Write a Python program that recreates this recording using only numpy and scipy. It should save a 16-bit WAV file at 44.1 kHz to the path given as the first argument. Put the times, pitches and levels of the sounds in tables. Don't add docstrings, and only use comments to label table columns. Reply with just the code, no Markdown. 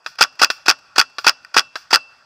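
import sys
import numpy as np
from scipy import signal
from scipy.io import wavfile
from scipy.ndimage import uniform_filter1d

SR = 44100
rng = np.random.default_rng(int(sys.argv[2]) if len(sys.argv) > 2 else 0)


def store_wav(level_fs):
    pcm = np.round(np.clip(np.atleast_2d(level_fs), -1, 1) * 32767)
    wavfile.write(sys.argv[1], SR, pcm.T.astype(np.int16))


def undo_db(level):
    steps = np.asarray(level, float) / 20
    return 10 ** steps


N = 99225


def evened(x):
    return x / np.sqrt(np.mean(x ** 2) + 1e-20)


def read(points, hz):
    f, value = np.transpose(points)
    return np.interp(np.log(hz + 1), np.log(f + 1), value)


def add(mix, s, sound):
    part = mix[round(s * SR):][:len(sound)]
    part += sound[:len(part)]


def split(dull, bright):
    split_hz = 1924
    low = signal.butter(3, split_hz, "low", fs=SR, output="sos")
    high = signal.butter(3, split_hz, "high", fs=SR, output="sos")
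    return signal.sosfilt(low, dull) + signal.sosfilt(high, bright)


def knock(hold, t60):
    t = np.arange(6000) / SR
    white, grit = rng.standard_normal((2, 6000))
    white[0] += 2.5 * np.sign(white[0])
    grit_db = 1.5 * evened(uniform_filter1d(grit, 40))
    return white * undo_db(grit_db - 60 * np.maximum(t - hold, 0) / t60)


def pulse(width):
    u = np.arange(6000) / SR / width
    return (u - 1) * np.exp(-u)


def rings(modes, low_hz):
    t = np.arange(6000) / SR
    sound = np.zeros(6000)
    for hz, db, t60 in modes:
        this_hz = hz * rng.uniform(.985, 1.015)
        sound += undo_db(db - 60 * t / t60) * np.sin(2 * np.pi * this_hz * t)
    return signal.sosfilt(signal.butter(3, low_hz, "high", fs=SR, output="sos"), sound)


def wash(x, t60, start):
    hz, t, z = signal.stft(rng.standard_normal(SR), SR, nperseg=256)
    tail = signal.istft(z * undo_db(-60 * t / t60(hz)[:, None]), SR, nperseg=256)[1]
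    tail = tail * np.clip(np.arange(len(tail)) / SR / start - 1, 0, 1)
    return signal.fftconvolve(x, tail / np.linalg.norm(tail))[:N]


def patchy(colour, patch_db):
    frames, hz = N // 128 + 5, np.fft.rfftfreq(512, 1 / SR)
    a, b, patches = rng.standard_normal((frames, 257, 3)).T
    patches = evened(uniform_filter1d(uniform_filter1d(patches, 8, 0), 12, 1))
    level_db = read(colour, hz)[:, None] + patch_db * patches
    return signal.istft((a + 1j * b) * undo_db(level_db), nperseg=512, noverlap=384)[1][:N]


# (frequency [Hz], width [Hz], level [dB])
CASE_RESONANCES = [(356.4, 86, -15), (629, 315, -11.5), (873, 196, -5), (1139, 114, 1), (1418, 256, 6.5),
                   (1823, 210, -3), (2595, 330, -0.5), (3372, 140, -2.5), (4885, 800, 1.5), (5530, 996, -8),
                   (7800, 900, -54.5)]
# (frequency [Hz], level [dB])
CASE_LEAK = [(30, -47), (200, -38), (1000, -14), (4000, -23), (7000, -21), (10000, -27), (15000, -27)]


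def case(x):
    hz = np.fft.rfftfreq(8192, 1 / SR)
    power = undo_db(2 * read(CASE_LEAK, hz))
    for f, width, db in CASE_RESONANCES:
        power = power + undo_db(2 * db) / (1 + (2 * (hz - f) / width) ** 2) ** 1.502
    log_gain = np.log(power) / 2
    full = signal.hilbert(np.concatenate([log_gain, log_gain[-2:0:-1]]))
    response = np.fft.ifft(np.exp(np.conj(full))).real[:4096]
    return signal.oaconvolve(x, response)[:N]


# (frequency [Hz], level [dB])
WOOD_STIR = [(30, -10.5), (150, -10.5), (600, 14), (2000, 5), (5000, -2), (9000, -2), (15000, -7)]
# (frequency [Hz], level [dB])
PORT_WIND = [(25, -5), (60, 13), (150, -4.5), (300, -5.5), (600, -25), (20000, -49)]


def air():
    stir = undo_db(-53.5) * evened(case(patchy(WOOD_STIR, patch_db=3)))
    wind = undo_db(-62.5) * evened(patchy(PORT_WIND, patch_db=3))
    waver = 1 + .3 * evened(uniform_filter1d(rng.standard_normal(N), 700))
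    whine = undo_db(-82) * np.sin(2 * np.pi * 7860 * np.arange(N) / SR) * waver
    return stir + wind + whine


# (time [s], level [dB], dull part [dB], wash [dB])
FAR_SHOTS = [
    (0.0621, -18, 3, -4.5),
    (0.5019, -6.5, -6.5, -10),
    (1.1838, -14.5, 2, -6.5),
    (1.756, -15, 4.5, -5),
]
# (delay [s], level [dB])
FAR_ECHOES = [(.0012, -11.5), (.003, -6.5), (.0042, -9.5), (.0058, -12.5), (.009, -7.5), (0.0122, -24)]
# (frequency [Hz], time to fall 60 dB [s])
FAR_WASH = [(150, .2), (600, 0.1), (1500, 0.52), (5000, 0.37), (12000, 0.25)]
# (frequency [Hz], level [dB], time to fall 60 dB [s])
FAR_BARREL = [(1479, -1.5, 0.022), (3920, -5, 0.015), (704, -6.5, 0.015), (400, -20, 0.0067)]


def far_markers():
    dull, bright, wet, barrel = np.zeros((4, N))
    for s, db, dull_db, wash_db in FAR_SHOTS:
        puff = undo_db(-26) * knock(hold=0.0047, t60=.05)
        sound = undo_db(db + 20.5) * (pulse(width=.00008) + puff)
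        for delay, echo_db in [(0.0012, 0.0049), *FAR_ECHOES]:
            echo = undo_db(echo_db) * sound * rng.choice([-1, 1])
            at = s + delay * rng.uniform(0.72, 1.0)
            add(dull, at, undo_db(dull_db) * echo)
            add(bright, at, echo)
        add(wet, s, undo_db(wash_db) * sound)
        add(barrel, s, undo_db(db) * rings(FAR_BARREL, low_hz=285))
    air_loss = signal.butter(1, 10800, fs=SR)
    direct = signal.lfilter(*air_loss, split(dull, bright))
    airy = signal.lfilter([1, -0.81], 1, wet)
    trees = wash(airy, lambda hz: read(FAR_WASH, hz), start=0.0033)
    return case(direct + trees) + barrel


# (frequency [Hz], level [dB], time to fall 60 dB [s])
TWIG_PARTIALS = [(1470, -28, .035), (1850, -28, .018), (2450, -31, .014), (4900, -28, .012),
                 (7700, -44, .005)]


def twig():
    out = np.zeros(N)
    add(out, 1.4485, rings(TWIG_PARTIALS, low_hz=1190))
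    return out


# (time [s], level [dB], time to fall 60 dB [s])
GEAR_RATTLES = [(0.044, -47, 0.091), (.1546, -38.5, 0.013), (.325, -47, 0.078), (0.354, -45, 0.033),
                (0.47, -42, 0.01), (0.787, -42.5, 0.035), (1.097, -45.5, 0.043), (1.164, -53, 0.025),
                (2.2167, -65, 0.028)]


def rattles():
    out = np.zeros(N)
    for s, db, t60 in GEAR_RATTLES:
        add(out, s, undo_db(db + 4) * knock(0.0043, t60))
    return out


# (sear release time [s], tank ring [Hz], tank ring level [dB])
SHOTS = [(.1876, 2696, -40), (.3945, 2692, -31), (.6605, 2689, -42), (.9597, 2682, -39),
         (1.2447, 2682, -40), (1.5435, 2677, -34), (1.9077, 2674, -29)]
# (frequency [Hz], level [dB], time to fall 60 dB [s], flutter [0-1])
FRAME_RINGS = [(2908, -48, .3, .05), (266, -52, .33, .3), (600, -51, .33, .8), (810, -48, .1, .3),
               (1040, -47, .09, .3), (7860, -72, .4, .3)]


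def tank():
    out, t = np.zeros(N), np.arange(SR // 2) / SR
    start_s, tank_t60, tank_flutter = .048, .46, .04
    for s, ring_hz, ring_db in SHOTS:
        for hz, db, t60, flutter in [(ring_hz, ring_db, tank_t60, tank_flutter), *FRAME_RINGS]:
            waver = 1 + flutter * evened(uniform_filter1d(rng.standard_normal(len(t)), 900))
            swell = np.minimum(t / .004, 1)
            tone = np.sin(2 * np.pi * (hz * t + rng.random()))
            add(out, s + start_s, waver * undo_db(db - 60 * t / t60) * swell * tone)
    return out


# (frequency [Hz], level [dB], time to fall 60 dB [s])
BARREL_THUMP = [(356, -30.5, 0.017), (470, -12, 0.018), (773, -11, 0.027), (900, -6, 0.028)]


def thump():
    out = np.zeros(N)
    for s, _, _ in SHOTS:
        add(out, s + .0222, rings(BARREL_THUMP, low_hz=230))
    return out


STEP_DELAYS = [-.0028, 0., .0085, .0165, .0202, .0222, .0258, .0336, .0388, .043]
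# (dull part [dB], bright part [dB], hold [s], time to fall 60 dB [s])
FIRING_STEPS = [(-50, -33, .002, .02), (-19, -18, .002, .05), (-24, -22, .001, .025), (-28, -26, .004, .05),
                (-21, -19, .0015, .02), (-8, -2, .002, .016), (-6, -5, .002, .028), (-14, 1, .0012, .014),
                (-8, -1, .002, .018), (-14, -14, .002, .035)]
# (time [s], level [dB])
BOLT_RETURNS = [(.2374, -3), (.4452, 0), (.7105, -1), (1.0126, -1), (1.2935, -1), (1.5935, 0), (1.9573, 0)]
# (delay [s], dull part [dB], bright part [dB], hold [s], time to fall 60 dB [s])
BOLT_SETTLES = [
    (0., -12, -1, .0018, .011),
    (.002, -16, -22, .002, .04),
    (.008, -19, -23, .002, .062),
]


def marker():
    dull, bright = np.zeros((2, N))
    firing = [(delay, *row) for delay, row in zip(STEP_DELAYS, FIRING_STEPS)]
    scatter_s, scatter_db = .0002, 1
    for (s, _, _), (back, back_db) in zip(SHOTS, BOLT_RETURNS):
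        for start, db, steps in ((s, 0, firing), (back, back_db, BOLT_SETTLES)):
            for delay, dull_db, bright_db, hold, t60 in steps:
                a, b, c = rng.standard_normal(3)
                at = start + delay + scatter_s * c
                add(dull, at, undo_db(db + dull_db + scatter_db * a) * knock(hold, t60))
                add(bright, at, undo_db(db + bright_db + scatter_db * b) * knock(hold, t60 / 1.2))
    frame = signal.butter(1, 7540, fs=SR)
    return undo_db(10) * signal.lfilter(*frame, split(dull, bright))


# (frequency [Hz], time to fall 60 dB [s])
TRUNK_ECHO = [(150, 0.46), (600, 0.77), (1500, 0.15), (5000, 0.36), (12000, 0.2)]


def wood_echo(own):
    trunks = undo_db(-34) * wash(own, lambda hz: read(TRUNK_ECHO, hz), start=0.0059)
    late = undo_db(-43) * wash(own, lambda hz: 1.5 + 0 * hz, start=0.082)
    return trunks + late


def scene():
    own = marker()
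    cased = case(own + wood_echo(own) + rattles())
    return (cased + far_markers() + twig() + thump() + tank() + air())[None]


def low_pass(x):
    return signal.sosfilt(signal.butter(12, 16180, fs=SR, output="sos"), x)


def record(dry):
    x = undo_db(-1.5) * dry
    knee = 8
    x = x / (1 + abs(x) ** knee) ** (1 / knee)
    x = signal.lfilter(*signal.butter(1, 220, "high", fs=SR), x)
    top = signal.firwin(101, 15650, window=("kaiser", 5), fs=SR)
    x = signal.oaconvolve(x, top[None], "same")
    return low_pass(x)


dry = scene()
out = record(dry)
store_wav(out)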